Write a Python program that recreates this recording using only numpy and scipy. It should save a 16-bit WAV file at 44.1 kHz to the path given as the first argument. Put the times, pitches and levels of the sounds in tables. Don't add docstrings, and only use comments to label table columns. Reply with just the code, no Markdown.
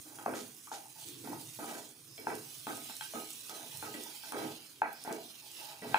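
import sys
import numpy as np
from scipy import signal
from scipy.fft import rfft, irfft
from scipy.io import wavfile
from scipy.ndimage import uniform_filter1d

SR = 44100
rng = np.random.default_rng(int(sys.argv[2]) if len(sys.argv) > 2 else 0)


def gain_from_db(level_db):
    decades = np.asarray(level_db, float) / 20
    return 10 ** decades


def generate_wav(sig):
    pcm = np.round(np.clip(np.atleast_2d(sig).T, -1, 1) * 32767).astype(np.int16)
    wavfile.write(sys.argv[1], SR, pcm)


N = 264114
TIME = np.arange(N) / SR
HZ = np.fft.rfftfreq(N, 1 / SR)

# (frequency [Hz], relative level [dB])
FLAME = [(35, -46), (60, 12), (119, 8), (193, 9), (299, 20.5), (542, 6), (879, 1), (1090, 7.5), (2500, 1),
         (3250, -63)]
# (middle [s], half length [s], level [dB])
THROBS = [(0.335, 0.17, -59.5), (1.345, 0.29, -54.5), (2.287, 0.23, -58), (2.79, 0.28, -66.5),
          (3.826, 0.1, -52), (4.468, 0.096, -51.5), (5.907, 0.052, -50)]
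# (time [s], fizz level [dB])
SIZZLE = [(0.0, -53), (0.4, -54.5), (0.92, -55.5), (1.06, -48.5), (1.17, -54.5), (1.5, -51.5), (1.75, -48),
          (1.95, -59), (2.25, -57), (2.37, -52), (2.85, -49), (4.45, -51.5), (4.86, -64), (5.05, -55.5),
          (5.42, -57), (5.65, -51.5), (5.79, -59), (5.99, -52)]
# (frequency [Hz], relative level [dB])
FIZZ = [(3500, -23), (5500, 2), (6500, 4), (8000, 2.5), (10000, 7), (11800, -4), (14500, 2), (16000, 4.5)]
# (frequency [Hz], relative level [dB])
BUBBLING = [(900, -15), (1900, -13), (2500, -4), (3500, -2.5), (5000, -4.5), (7000, -14.5)]
# (start [s], held [s], level [dB], centre [Hz], width [octaves])
FLARES = [(0.336, 0.088, -48, 3860, 1.6), (0.71, 0.046, -47.5, 4080, 1.5), (0.999, 0.16, -56, 3570, 0.49),
          (2.07, .26, -60.5, 5140, 0.078), (4.93, 0.11, -58.5, 5150, 0.11), (5.55, 0.11, -58, 3500, 0.54)]
# (time [s], level at the crack [dB], centre [Hz])
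SPITS = [(1.295, -41, 15100), (1.413, -38.5, 8000), (2.199, -40, 14700), (2.353, -34.5, 10900),
         (2.771, -34, 10000), (2.9533, -38, 13600), (2.9674, -35, 9650), (3.305, -35.5, 8700),
         (3.33, -38, 9500), (3.334, -40, 7000), (3.418, -48, 9500), (3.468, -50, 9000), (3.496, -34, 5750),
         (3.772, -32.5, 9500), (4.0368, -34.5, 9750), (4.322, -38.5, 5770), (4.93, -36, 14800),
         (5.0387, -34.5, 9500), (5.1265, -33.5, 5760), (5.516, -41.5, 9000)]
# (frequency [Hz], t60 [s])
KITCHEN = [(200, 0.57), (800, 0.21), (2500, 0.47), (8000, 0.049)]
# (frequency [Hz], relative level [dB], t60 [s])
PAN_MODES = [
    [(181, 4.5, 0.15), (239.4, 11.5, 0.24), (312.6, 18, 0.16), (365, 4.5, 0.21), (420, 18.5, 0.14),
     (511, 14.5, 0.1)],
    [(593, 5, 0.1), (661.5, 8, 0.16), (747, 9.5, 0.086), (800.5, 8.5, 0.18), (862.6, 10, 0.088),
     (980, 9.5, 0.064)],
    [(1180, 0, 0.12), (1260, -0.5, 0.32), (1399, 15.5, 0.028), (1465, 1.5, 0.19), (1547, 7, 0.088),
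     (1946, 2, 0.11), (2290, 4, 0.082), (2570, -7, 0.22)],
    [(2502, 33.5, 0.011), (3240, 17.5, 0.041), (4154, 22, 0.039)],
]
# (start [s], held [s], pressure [dB], edge [dB], ring of the touched spot [Hz])
STROKES = [(0.046, 0.14, -59.5, 2, 313), (0.186, 0.034, -59.5, 5.5, 850), (0.257, 0.11, -38.5, -5.5, 634),
           (0.334, 0.019, -71, -3.5, 237), (0.716, 0.011, -47, 2.5, 812), (0.949, 0.048, -67.5, 5.5, 853),
           (1.047, 0.32, -56, -39, 311), (1.237, 0.057, -46.5, -3, 247), (1.31, 0.012, -50.5, 0, 870),
           (1.586, 0.04, -44, -1.5, 307.7), (1.661, 0.11, -47, 1.5, 930), (2.179, 0.072, -53.5, -3, 420),
           (2.267, 0.043, -38, -1.5, 957), (2.668, 0.039, -40, -0.5, 1260), (2.76, 0.14, -64, 0, 241),
           (3.138, 0.028, -39, -5.5, 1260), (3.489, 0.15, -52, 1, 718), (3.718, 0.027, -62, 0.5, 866),
           (3.822, 0.047, -46.5, 1.5, 1260), (3.938, 0.034, -46, -6.5, 362), (4.05, 0.05, -62.5, 6, 856),
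           (4.236, 0.18, -67, 10.5, 880), (4.322, 0.13, -40.5, -2, 779), (4.817, 0.031, -44, 7.5, 1570),
           (5.045, 0.016, -50.5, 6, 1920), (5.075, 0.038, -39.5, -2.5, 653), (5.414, 0.01, -64, 1.5, 865),
           (5.58, 0.17, -67, 12, 869), (5.819, 0.18, -45, -3, 239), (5.944, 0.058, -52, 12, 1480)]
# (time [s], peak of middle ring [dB], centre of middle ring [Hz],
# centre of high ring [Hz], top ring re middle peak [dB])
KNOCKS = [(0.186, -46.5, 800, 1340, 1.5), (0.26, -23, 765, 1180, -19.5), (0.279, -27, 640, 1550, -61),
          (0.337, -37, 586, 1390, -3), (0.67, -51, 980, 1180, -2), (0.715, -33.5, 895, 1370, -27),
          (0.856, -49.5, 840, 1260, -75), (1.273, -37.5, 820, 1300, -49), (1.33, -33.5, 880, 1260, -63),
          (1.588, -48, 800, 1230, -19), (1.642, -38.5, 800, 1260, -37), (2.178, -51.5, 650, 2290, 8.5),
          (2.269, -25, 870, 1510, -15), (2.668, -34.5, 920, 1260, -3), (2.896, -42, 820, 930, -27),
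          (3.009, -40, 875, 1630, 7.5), (3.0182, -52, 875, 1660, -2), (3.136, -38, 664, 1230, -29),
          (3.493, -51.5, 740, 1260, 6), (3.825, -37, 870, 1360, -8), (3.94, -43.5, 596, 1950, 2.5),
          (4.235, -47.5, 885, 1580, -9), (4.321, -37.5, 926, 1260, -1.5), (4.8178, -17, 860, 1520, -17),
          (5.048, -44, 750, 1470, -20), (5.075, -33, 905, 1360, -43), (5.82, -45.5, 613, 1900, -1.5),
          (5.9434, -14.5, 874, 1600, -5.5), (5.953, -29, 980, 1400, -21)]
# (frequency [Hz], likeness [0-1])
LIKENESS = [(60, 0.4), (140, 1.3), (400, 0.58), (800, 0.74), (1150, 0.4), (4300, 0.2), (5400, 0.5),
            (6500, 1), (7300, 0.6), (9400, 1.04), (11300, 0)]
# (frequency [Hz], left minus right [dB])
LEAN = [(100, -2), (500, -1.5), (2000, -3), (4500, -4.5), (6200, -8.5), (7000, -6.5), (8100, 9),
        (9200, -6.5), (10300, -8.5), (12000, -18.5), (15500, -19)]
# (frequency [Hz], level [dB])
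MIC = [(30, -13), (70, -12.5), (110, -3.5), (15500, 0), (15800, -30)]

FLAME_DB, RESTING_DB = -64.5, -68.5
BUBBLING_DB, BUBBLING_DB_PER_S = -8.5, 1.9936
FLARE_RISE_S, FLARE_FADE_DB_PER_S = 0.02, 206
BITE_S, RASP_BITE_S = 0.0016, 0.012
SETTLE_DB_PER_S = (166, 150, 240)
RUB_DAMPING = (2.14, 1.9, 3)
BLOWS_PER_S = (700, 450, 450)
RASP_DB, RASP_PER_EDGE = -3.5, 1
SPOT_DB, SPOT_OCTAVES = 11.5, 0.062
TOP_HZ, TOP_OCTAVES_PER_DB = 3050, 0.022
CHOKE_S, CHOKE_FROM_DB, CHOKE_PER_DB = 0.0062, -47.5, 0.5
THUD_DB = 3
HIGH_DB, HIGH_PER_PEAK, HIGH_PER_TOP = -5.5, -0.21, 0.25
LEFT_LAG_S = 0.00015


def evened(x):
    return x / np.sqrt(np.mean(x ** 2) + 1e-20)


def read(points, hz):
    f, value = np.transpose(points)
    return np.interp(np.log(hz + 1), np.log(f + 1), value)


def coloured(x, points):
    return irfft(rfft(x) * gain_from_db(read(points, HZ)), N)


def patchy(x, patchy_db, bins, frames):
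    z = signal.stft(x, nperseg=512)[2]
    field = rng.standard_normal(z.shape[:0:-1]).T
    field = uniform_filter1d(field, size=bins, axis=0)
    field = evened(uniform_filter1d(field, size=frames, axis=1))
    return signal.istft(z * gain_from_db(patchy_db * np.minimum(field, 1.2)), nperseg=512)[1][:, :N]


def clicks(per_s, spread_db):
    size = gain_from_db(spread_db * np.minimum(rng.exponential(1, (2, N)), 5))
    return size * (rng.random((2, N)) < per_s / SR) * rng.choice([-1., 1.], (2, N))


def bursts(per_s, spread_db, t60, count=6):
    shapes = rng.standard_normal((count, 2, 900)) * gain_from_db(-60 * np.arange(900) / SR / t60)
    trains = (signal.oaconvolve(clicks(per_s / count, spread_db), s, axes=1)[:, :N] for s in shapes)
    return evened(sum(trains))


def flame():
    rumble = patchy(coloured(rng.standard_normal((2, N)), FLAME), patchy_db=3.5, bins=2, frames=12)
    throb_colour = [(70, -31), (100, -13.0), (128, -9.0), (155, -11.0), (220, -37.0)]  # (Hz, dB)
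    throb = coloured(rng.standard_normal((2, N)), throb_colour)
    swells = sum(gain_from_db(db) * np.exp(-((TIME - s) / half) ** 2) for s, half, db in THROBS)
    return gain_from_db(FLAME_DB) * evened(rumble) + (gain_from_db(RESTING_DB) + swells) * evened(throb)


def kitchen(x):
    taps = np.zeros((2, SR))
    at = np.arange(400, SR - 20, 20) + rng.integers(0, 20, (2, (SR - 401) // 20))
    np.put_along_axis(taps, at, rng.choice([-1., 1.], at.shape), 1)
    hz, t, z = signal.stft(taps, SR, nperseg=256)
    tail = signal.istft(z * gain_from_db(-60 * t / read(KITCHEN, hz)[:, None]), SR, nperseg=256)[1]
    return signal.fftconvolve(x, tail / np.linalg.norm(tail[0]), axes=1)[:, :N]


def sizzle():
    fizz_db = np.interp(TIME, *np.transpose(SIZZLE))
    bubbling_db = BUBBLING_DB + BUBBLING_DB_PER_S * TIME
    clumps = gain_from_db(1.27 * evened(uniform_filter1d(rng.standard_normal(N), size=900)))
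    hiss = rng.standard_normal((4, N))
    fine = 0.32 * bursts(per_s=1600, spread_db=2.5, t60=0.0057) + hiss[:2]
    coarse = 0.7 * bursts(per_s=1100, spread_db=-1.5, t60=0.026) + hiss[2:]
    fizz = evened(coloured(fine, FIZZ)) * gain_from_db(fizz_db)
    bubbling = evened(coloured(coarse, BUBBLING)) * gain_from_db(fizz_db + bubbling_db)
    bed = patchy(fizz + bubbling, patchy_db=5, bins=2, frames=13)
    crackle = coloured(bursts(per_s=450, spread_db=4.2, t60=0.004), FIZZ)
    return clumps * bed + evened(crackle) * gain_from_db(fizz_db - 7)


def flares():
    bubbles = rfft(bursts(per_s=1800, spread_db=0.0, t60=0.01))
    out = np.zeros((2, N))
    for start, held, db, centre_hz, octaves in FLARES:
        bell = np.exp(-(np.log2((HZ + 1) / centre_hz) / octaves) ** 2)
        rise = np.clip((TIME - start) / FLARE_RISE_S, 0, 1)
        fade_db = FLARE_FADE_DB_PER_S * np.maximum(TIME - start - held, 0)
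        out += evened(irfft(bubbles * bell, N)) * rise * gain_from_db(db - fade_db)
    return out


def spits():
    length = 2000
    out, t = np.zeros((2, N + length)), np.arange(length) / SR
    hz = np.fft.rfftfreq(length, 1 / SR)
    envelope = gain_from_db(-60 * t / 0.0059) + 0.13 * gain_from_db(-60 * t / 0.22)
    for s, db, centre_hz in SPITS:
        slope_db = -9 * abs(np.log2((hz + 1) / centre_hz))
        noise = irfft(rfft(rng.standard_normal((2, length))) * gain_from_db(slope_db), length)
        start = round(s * SR)
        out[:, start:start + length] += gain_from_db(db) * evened(noise) * envelope
    return out[:, :N] * gain_from_db([[1], [-4]])


def ring(modes, damping, give, turn, centre_hz=None, favour_db=0):
    t = np.arange(SR // 4) / SR
    hz, db, t60 = np.transpose(modes)[:, :, None]
    if centre_hz:
        db = db - favour_db * np.minimum(abs(np.log2(hz / centre_hz)), 0.4)
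    waves = gain_from_db(db - 60 * t * damping / t60) * np.sin(2 * np.pi * hz * t)
    onset = (1 - np.exp(-t * hz.mean() / give)) ** 2
    return onset * (waves[::2].sum(0) + turn * waves[1::2].sum(0))


def pressing(row, settle_db_per_s, offset_db, per_edge, bite_s, t):
    start, held, pressure_db, edge_db = row[:4]
    settled_db = settle_db_per_s * np.maximum(t - start - held, 0)
    db = pressure_db + offset_db + per_edge * edge_db - settled_db
    return np.clip((t - start) / bite_s, 0, 1) * gain_from_db(db)


def touch():
    power = sum(pressing(row, SETTLE_DB_PER_S[0], 0, 0, BITE_S, TIME) ** 2 for row in STROKES)
    return 10 * np.log10(1e-12 + power)


def touched_spot(modes, spot_hz):
    hz, db, t60 = np.transpose(modes)
    nearness = np.maximum(1 - abs(np.log2(hz / spot_hz)) / SPOT_OCTAVES, 0)
    return np.transpose([hz, db + SPOT_DB * nearness, t60])


def strokes():
    out = np.zeros((2, N + SR))
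    offsets_db, per_edges = (0, 0, RASP_DB), (0, 1, RASP_PER_EDGE)
    bites_s = (BITE_S, BITE_S, RASP_BITE_S)
    groups = zip(PAN_MODES, RUB_DAMPING, BLOWS_PER_S, SETTLE_DB_PER_S, offsets_db, per_edges, bites_s)
    for modes, damping, per_s, *law in groups:
        blows = clicks(per_s, spread_db=2.5)
        ring_energy = np.sum(ring(modes, damping, give=0.65, turn=-1.46) ** 2)
        size = np.sqrt(np.mean(blows ** 2) * ring_energy)
        for row in STROKES:
            a = round(row[0] * SR)
            b = a + SR // 2
            pushed = blows[:, a:b] * pressing(row, *law, TIME[a:b]) / size
            answer = ring(touched_spot(modes, row[4]), damping, give=0.76, turn=-0.83)
            rub = signal.fftconvolve(pushed, answer[None], axes=1)
            out[:, a:a + rub.shape[1]] += rub
    return patchy(out[:, :N], patchy_db=2.2, bins=2, frames=40)


def knocks():
    out, pressure_db = np.zeros(N + SR), touch()
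    low_modes, middle_modes, high_modes, top_modes = PAN_MODES
    low = ring(low_modes, damping=6.9, give=1.0, turn=0.85)
    t = np.arange(len(low)) / SR
    for s, db, middle_hz, high_hz, top_db in KNOCKS:
        top_hz = TOP_HZ * 2 ** (TOP_OCTAVES_PER_DB * top_db)
        middle = ring(middle_modes, damping=2.8, give=2.1, turn=0.4, centre_hz=middle_hz, favour_db=70)
        high = ring(high_modes, damping=1.62, give=2.1, turn=0.85, centre_hz=high_hz, favour_db=45.5)
        top = ring(top_modes, damping=1.2, give=2.0, turn=1.0, centre_hz=top_hz, favour_db=45)
        left = gain_from_db(-CHOKE_PER_DB * max(db - CHOKE_FROM_DB, 0))
        choke = left + (1 - left) * np.exp(-(t / CHOKE_S) ** 4)
        low_db = pressure_db[round((s + BITE_S) * SR)] + THUD_DB
        high_db = db + HIGH_DB + HIGH_PER_PEAK * db + HIGH_PER_TOP * top_db
        parts = (low, middle * choke, high * choke, top * choke)
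        peaks_db = (low_db, db, high_db, db + top_db)
        knock = sum(gain_from_db(peak_db) * p / abs(p).max() for p, peak_db in zip(parts, peaks_db))
        start = round(s * SR)
        out[start:start + len(knock)] += knock
    return out[:N]


def scene():
    hits, rubbing = knocks(), strokes()
    direct = hits * gain_from_db([[3], [-4]])
    answer = gain_from_db(-7) * kitchen(hits[None]) + gain_from_db(-15.5) * kitchen(rubbing)
    return flame() + sizzle() + flares() + spits() + answer + rubbing + direct


def band_limit(x):
    return signal.sosfilt(signal.butter(12, 16600, fs=SR, output="sos"), x)


def record(dry):
    like, lean = np.clip(read(LIKENESS, HZ), 0, 1), gain_from_db(read(LEAN, HZ))
    shared, split = rfft(dry) * np.sqrt([(1 + like) / 2, (1 - like) / 2])
    lag_s = LEFT_LAG_S / (1 + (HZ / 3000) ** 6)
    left = (shared + split) * lean * np.exp(-2j * np.pi * HZ * lag_s)
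    right = shared - split
    ports = np.array([left, right]) * 2 / (1 + lean)
    mix = irfft(ports * gain_from_db(read(MIC, HZ)), N)
    return band_limit(mix)


dry = scene()
out = record(dry)
generate_wav(out)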